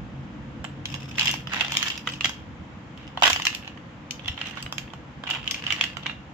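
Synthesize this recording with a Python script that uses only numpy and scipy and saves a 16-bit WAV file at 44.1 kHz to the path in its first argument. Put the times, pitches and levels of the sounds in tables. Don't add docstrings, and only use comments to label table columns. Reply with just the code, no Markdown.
import sys
import numpy as np
from scipy import signal
from scipy.fft import rfft, irfft, next_fast_len
from scipy.io import wavfile

SR = 44100
rng = np.random.default_rng(int(sys.argv[2]) if len(sys.argv) > 2 else 0)


def bounce(signal):
    frames = np.transpose(np.atleast_2d(signal))
    limited = np.clip(frames, -1, 1)
    pcm = np.round(limited * 32767).astype(np.int16)
    wavfile.write(sys.argv[1], SR, pcm)


N = 279153
TIME = np.arange(N) / SR
IMPACT_S = .005


def from_db(db):
    return 10 ** (np.asarray(db) / 20)


def unit(x):
    return x / np.sqrt(np.mean(x ** 2) + 1e-20)


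def at_hz(points, hz):
    known_hz, values = np.transpose(points)
    return np.interp(np.log(hz + 1e-3), np.log(known_hz), values)


def decay(t, t60):
    return from_db(-60 * np.maximum(t, 0) / t60) * (t >= 0)


def wander(rate_hz):
    knots = rng.standard_normal(4096)
    return np.interp(TIME * rate_hz, np.arange(len(knots)), knots)


def panned(pan_db):
    return from_db(pan_db * np.array([[.5], [-.5]]))


def add(out, start_s, sound):
    start = max(round(start_s * SR), 0)
    part = sound[:, :max(out.shape[1] - start, 0)]
    out[:, start:start + part.shape[1]] += part


# frequency_hz, relative_density_db
FAN_SPECTRUM = [(20, -29), (45, -18.5), (65, -3.5), (135, -3.5), (175, -2.5), (310, -6.5), (400, -22),
                (500, -13), (620, -19), (900, -17), (1800, -22), (3200, -27.5), (4300, -38), (7200, -42.5),
                (8800, -65.5), (11500, -69), (13500, -62.5)]
# frequency_hz, correlation
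FAN_COHERENCE = [(60, 0.8), (130, 1), (290, 0.92), (640, .62), (1400, 0.037), (3100, 0.047)]
# frequency_hz, pan_db
FAN_BALANCE = [(60, -9.5), (110, 2), (200, -1.5), (380, 6), (700, -1), (4400, 0.5), (8100, 5)]
# time_s, level_db
FAN_LEVEL = [(0, -38), (1.1, -38.5), (2.0, -42.5), (2.6, -40.5), (2.9, -43.5), (5.1, -43), (5.8, -41.5),
             (6.33, -45.5)]

def fan(blade_hz=8.9, throb_depth=.084, hum_hz=136.07, hum_waver=.73, crossover_hz=420):
    size = next_fast_len(N)
    hz = np.fft.rfftfreq(size, 1 / SR)
    mid, side = rfft(rng.standard_normal((2, size)))
    coherence = np.clip(at_hz(FAN_COHERENCE, hz), -1, 1)
    colour = from_db(at_hz(FAN_SPECTRUM, hz)) * panned(at_hz(FAN_BALANCE, hz))
    air = colour * (np.sqrt(1 + coherence) * mid + np.sqrt(1 - coherence) * side * [[1], [-1]])
    low_share = 1 / (1 + (hz / crossover_hz) ** 4)
    rumble = irfft(air * low_share)[:, :N]
    hiss = irfft(air * (1 - low_share))[:, :N]
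    scale = 1 / np.std(rumble + hiss)
    throb = 1 + throb_depth * np.sin(2 * np.pi * blade_hz * TIME + .5 * wander(1.5))
    hum = np.sqrt(2) * np.sin(2 * np.pi * hum_hz * TIME + wander(6.1)) * (1 + hum_waver * wander(15))
    level_db = np.interp(TIME, *np.transpose(FAN_LEVEL))
    swell_db = level_db - np.mean(level_db)
    drone = scale * rumble + from_db(-9.5 + .5 * swell_db) * hum
    return from_db(level_db) * throb * drone + from_db(-41 + .038 * swell_db) * scale * hiss


# frequency_hz, relative_density_db
CLAY_SPECTRUM = [(250, -11), (520, -30), (750, -6), (1400, -8.5), (2000, -2), (2700, -3), (3300, -2),
                 (4000, -8.5), (5100, -8), (7200, -13), (9000, -35), (11400, -38.5), (13200, -25.5),
                 (15500, -33.5)]
# frequency_hz, pan_db
PORT_SHADING = [(400, 9.5), (700, 2), (1200, -2), (1900, 4.5), (3000, 2.5), (5000, 11.5), (8000, 10),
                (9400, -9), (11000, -10.5), (12500, 4.5)]

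def shard(main_hz, body_db, edge_db, main_db=8.5, t60=.011, rise_s=.00065, rock_s=.0014, count=64):
    t = np.arange(900) / SR
    edges_hz = np.linspace(np.sqrt(250), np.sqrt(16000), count + 1) ** 2
    widths_hz = np.diff(edges_hz)
    hz = edges_hz[:-1] + widths_hz * rng.uniform(.15, .85, count)
    strength, longevity, skew = rng.standard_normal((3, count))
    body = np.interp(hz, [1600, 2200], [1, 0])
    edge = np.interp(hz, [3800, 4700, 14000], [0, .9, 1.3])
    main = np.exp(-.5 * (np.log(hz / main_hz) / .088) ** 2)
    mode_db = at_hz(CLAY_SPECTRUM, hz) + body_db * body + edge_db * edge + main_db * main + 2 * strength
    gain = from_db(mode_db) * np.sqrt(widths_hz)
    mode_t60 = t60 * np.exp(.25 * longevity)
    modes = gain[:, None] * decay(t, mode_t60[:, None]) * np.exp(2j * np.pi * hz[:, None] * t)
    lag_s = rng.normal(.00008, .00008)
    port_phase = (np.pi * hz * lag_s + .5 * np.minimum(hz / 2000, 2) * skew) * [[-1], [1]]
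    phase = rng.uniform(0, 2 * np.pi, (2, 1, count)) + port_phase
    at_ports = panned(at_hz(PORT_SHADING, hz)) * np.exp(1j * phase)
    contact, second_contact = np.imag(at_ports @ modes) * (1 - np.exp(-t / rise_s)) ** 2
    add(contact, rock_s * rng.uniform(.5, 1.5), .53 * second_contact)
    return scattered(np.array([unit(port) for port in contact]) * np.sqrt(IMPACT_S / t[-1]))


def scattered(sound, echo_db=-10, t60=.059, delay_s=.004):
    t = TIME[:2600]
    echoes = rng.standard_normal((2, len(t))) ** 3 * decay(t - delay_s, t60)
    response = (t == 0) + from_db(echo_db) * unit(echoes) / np.sqrt(len(t))
    return signal.fftconvolve(sound, response, axes=1)


# start_s, level_db, body_db, edge_db, pan_db (before pan_share)
IMPACTS = [ (.6423, -30, 12, 4, -16), (.6483, -31, 4, -11, -2), (0.855, -25, -6, 0, -1),
           (0.9409, -27, -1, -1.5, -11.5), (1.1829, -20.5, -4.5, -7, -13), (1.1947, -16.5, -4.5, 1, 2.5),
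           (1.2106, -16.5, -20, -5, -16), (1.272, -18, -26.5, -5, -1), (1.2791, -17.5, -30.5, -5, 2),
           (1.2924, -22.5, 0, -5, -3), (1.3122, -26.5, -10, 18, -8), (1.339, -24.5, 3, 1, -7.5),
           (1.4716, -29, 4.5, -2.5, -10), (1.5349, -23.5, 11, 5.5, -13.5),
           (1.6088, -14.5, -0.5, -4.5, -8.5), (1.7196, -23.5, 2.5, 5.5, 0.5), (1.7691, -15, -10, -0.5, 1),
           (1.8268, -18.5, -2, 4, -5.5), (1.8825, -24.5, -5, 5, 1), (1.9012, -24.5, 3.5, 2, 1.5),
           (1.976, -31.5, -15, 7.5, -5.5), (2.073, -20, 9.5, -3.5, -6), (2.1363, -31, -2, -1, -3),
           (2.2081, -21.5, -0.5, -4, -4.5), (2.2444, -14, -2.5, -4.5, -4), (2.2549, -18, -2, -4, -1),
           (2.2933, -28, 9.5, 8.5, -6), (2.9749, -42, 2.5, 1, -6), (3.1733, -24, 15, -8.5, -5),
           (3.2222, -11.5, 10.5, -5, -13), (3.2329, -12.5, 4, 3.5, -9), (3.238, -10.5, 2, -10, 0),
           (3.2572, -14, 10.5, 7, -10), (3.2768, -18, 9, 1.5, -8), (3.2995, -19, 2.5, 7, -5),
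           (3.33, -16.5, -14, 2.5, -3.5), (3.3603, -21, 2.5, -2, -4), (3.3977, -25, 7, -4, -5),
           (3.4197, -24.5, -5, -1.5, -1), (3.4518, -19, -0.5, 5.5, 2), (3.4679, -13, -9.5, -6.5, -3),
           (3.548, -26, -21, 6.5, -3), (3.6755, -32, 5.5, -6.5, -7), (3.774, -40.5, 4, -12, -6),
           (4.1082, -25, -30, 5, 5.5), (4.1938, -36.5, -1.5, -20, -14), (4.2794, -26.5, -3, -0.5, -7),
           (4.2834, -22.5, -15, -24.5, -3), (4.3769, -30.5, 1, -29, -6), (4.4139, -24, -3, -11.5, -5),
           (4.4567, -33, -16, -27.5, -3), (4.572, -31, 10, -7.5, -14), (4.6256, -32.5, -3, 9, -2),
           (4.6622, -30.5, 5, -11.5, -7.5), (4.7243, -26.5, 4.5, 4.5, -7), (4.781, -23.5, -0.5, 3, -7),
           (4.935, -34.5, 14.5, 2, -9), (5.237, -30, 9, -7.5, -11.5), (5.302, -28.5, 1, 9, -12),
           (5.3085, -18.5, -4, -4.5, -3), (5.4762, -20, -15, -7, -7), (5.51, -20.5, -30.5, 5, 6.5),
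           (5.5438, -24.5, -27, -2.5, 0), (5.6652, -20.5, -7, -12, -14), (5.7043, -18, -5.5, -11.5, -9.5),
           (5.7232, -17.5, -4, -2.5, 0), (5.8105, -13.5, -5, -6.5, -4), (5.8383, -19.5, -8.5, -3, -10),
           (5.969, -27, 7.5, -1.5, -15), (6.0595, -27, 6, -17.5, -11), (6.0641, -22, -5.5, -11, -2),
           (6.0957, -27.5, 0.5, -26.5, -16.5)]

def knocks(shard_hz=2945, spread_octaves=.046, pan_share=.54):
    out = np.zeros((2, N))
    for start_s, level_db, body_db, edge_db, pan_db in IMPACTS:
        main_hz = shard_hz * 2 ** (spread_octaves * rng.standard_normal())
        sides = unit(panned(pan_share * pan_db))
        add(out, start_s, from_db(level_db) * sides * shard(main_hz, body_db, edge_db))
    return out


def resonator(x, hz, t60):
    radius, angle = decay(1 / SR, t60), 2 * np.pi * hz / SR
    return signal.lfilter([0, np.sin(angle)], [1, -2 * radius * np.cos(angle), radius ** 2], x + 1e-18)


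# pitch_hz, relative_level_db, t60_s
PLATE_MODES = [(494, -29, 0.27), (756, -41, 0.33), (1060, -63, .22), (1230, -55, 0.2), (1390, -42, 0.22),
               (1747, -36, 0.37), (2660, -49.5, .16), (2787, -34, 0.24), (3400, -54, .18)]

def plate(clatter, coupling_db=-21):
    modes = (from_db(level_db) * resonator(clatter, hz, t60) for hz, level_db, t60 in PLATE_MODES)
    return from_db(coupling_db) * sum(modes)


def struck_tones(rows, rise_s):
    out, t = np.zeros((2, N)), TIME[:SR // 3]
    for start_s, hz, level_db, t60 in rows:
        envelope = from_db(level_db) * decay(t, t60) * (1 - np.exp(-t / rise_s))
        tone = envelope * np.sin(2 * np.pi * hz * t)
        add(out, start_s, np.array([tone, tone]))
    return out


# start_s, pitch_hz, level_db, t60_s
FREE_SHARD_MODES = [(.643, 7690, -43, 0.054), (2.116, 8053, -42, .04), (4.625, 4630, -48.5, .069),
                    (4.625, 8070, -33.5, 0.029)]

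def tinks():
    return struck_tones(FREE_SHARD_MODES, rise_s=.0003)


# (where negative, the band swells to an echo near 0.6 s)
ROOM_DECAY = [(300, -0.08), (1000, 0.3), (3000, 0.33), (7000, 0.2334), (15000, 0.3042)]
# frequency_hz, gain_db
ROOM_GAIN = [(300, -20), (1000, -13), (2000, -13), (3200, -11), (4500, -8.5), (8000, -8), (15000, -7.5)]

def room(x, wall_delay_s=.0075):
    t = TIME[:int(.6 * SR)]
    hz = np.fft.rfftfreq(len(t), 1 / SR)
    white = rfft(rng.standard_normal((2, 2, len(t))))
    edges_hz, response = np.geomspace(150, 18000, 13), 0
    for low, high in zip(edges_hz, edges_hz[1:]):
        centre_hz = np.sqrt(low * high)
        band = irfft(white * ((hz >= low) & (hz < high)), len(t))
        envelope = unit(decay(t - wall_delay_s, at_hz(ROOM_DECAY, centre_hz)))
        response = response + band * envelope * from_db(at_hz(ROOM_GAIN, centre_hz))
    paths = signal.fftconvolve(x[:, None], response / np.sqrt(2 * len(t)), axes=2)
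    return paths.sum(axis=0)[:, :N]


# start_s, hold_s, level_db, edge_db
HAND_MOVES = [(0.88, 0.24, -44.5, 3), (1.189, 0.055, -24, -3.5), (1.245, 0.0787, -34, -3),
              (1.532, 0.12, -30.5, -4.5), (1.707, 0.1993, -31, -2.5), (2.085, 0.036, -37.5, -2),
              (2.239, 0.0126, -33.5, 0), (3.028, 0.044, -48, -7), (3.242, 0.049, -22.5, -1.5),
              (3.336, .21, -40, -2.5), (3.632, 0.021, -42.5, -8), (4.251, 0.0478, -40.5, -7.5),
              (4.397, 0.22, -45, -0.5), (4.831, 0.085, -52, -13.5), (5.275, 0.0835, -32.5, -9.5),
              (5.461, 0.4005, -39, -5), (5.992, 0.079, -45.5, -12.5)]

def rattle(build_db_per_s=607, settle_db_per_s=201, rest_db=-66, spread_db=4.5, main_hz=2900, count=6):
    out = np.zeros((2, N))
    for start_s, hold_s, level_db, edge_db in HAND_MOVES:
        build_db = build_db_per_s * np.maximum(start_s - TIME, 0)
        settle_db = settle_db_per_s * np.maximum(TIME - start_s - hold_s, 0)
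        effort_db = level_db - build_db - settle_db
        moving = np.flatnonzero(effort_db > rest_db)
        effort = from_db(effort_db[moving])
        hits_per_s = 280 * (effort / from_db(-35.5)) ** .4
        hit_draw, force_draw = rng.random((2, N))[:, moving]
        forces = unit(from_db(spread_db * np.minimum(-np.log(force_draw), 3)))
        strength = forces * effort / np.sqrt(hits_per_s * IMPACT_S)
        chips = []
        for size, weight, edge, place in rng.standard_normal((count, 4)):
            chip = shard(main_hz * np.exp(.069 * size), 1.5 + 2 * weight, edge_db + 3 * edge, main_db=9)
            chips.append(panned(-2.5 + 3.5 * place) * chip)
        for k in np.flatnonzero(hit_draw < hits_per_s / SR):
            add(out, TIME[moving[k]], strength[k] * chips[moving[k] % count])
    return out


# start_s, length_s, level_db, pitch_hz
DRAGS = [(1.491, .17, -30.5, 1390), (2.965, 0.11, -52, 1900), (3.222, 0.0682, -20, 1510),
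         (4.364, 0.15, -38, 1940), (4.521, 0.096, -42, 1730), (5.618, 0.265, -40, 1880),
         (6.049, 0.086, -44, 1910)]

def scrapes(slips_per_s=130, spread_db=5, pan_db=-4, count=5):
    out, t = np.zeros((2, N)), TIME[:SR // 4]
    shape = (count, len(t))
    for start_s, length_s, level_db, main_hz in DRAGS:
        slips = (rng.random(shape) < slips_per_s / SR) * rng.choice([-1, 1], shape)
        sizes = from_db(spread_db * rng.uniform(-2.3, 1.6, shape))
        pressure = np.sqrt(np.abs(np.sin(np.pi * np.minimum(t / length_s, 1))))
        for force in unit(slips * sizes) * pressure / np.sqrt(IMPACT_S * SR * count):
            point = shard(main_hz * 2 ** rng.uniform(-.33, .59), body_db=-1, edge_db=-11)
            add(out, start_s, from_db(level_db) * signal.fftconvolve(force[None], point, axes=1))
    return out * panned(pan_db)


# start_s, pitch_hz, level_db, t60_s
PLATE_THUDS = [(2.47, 97.4, -35, 0.25), (3.245, 298, -37, 0.13), (3.32, 86, -30.5, 0.14),
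               (4.25, 101, -31.5, 0.197), (4.295, 76, -22, 0.097), (4.645, 69, -29.5, .1),
               (4.84, 68, -32, 0.14)]

def bumps():
    return struck_tones(PLATE_THUDS, rise_s=.00326)


def scene():
    clatter = knocks() + rattle() + scrapes() + tinks()
    close = clatter + plate(clatter)
    return close + room(close) + bumps() + fan()


def record(dry, cutoff_hz=15450):
    lowpass = signal.ellip(8, .05, 60, cutoff_hz, fs=SR, output="sos")
    return signal.sosfiltfilt(lowpass, np.clip(dry, -1, 1))


dry = scene()
out = record(dry)
bounce(out)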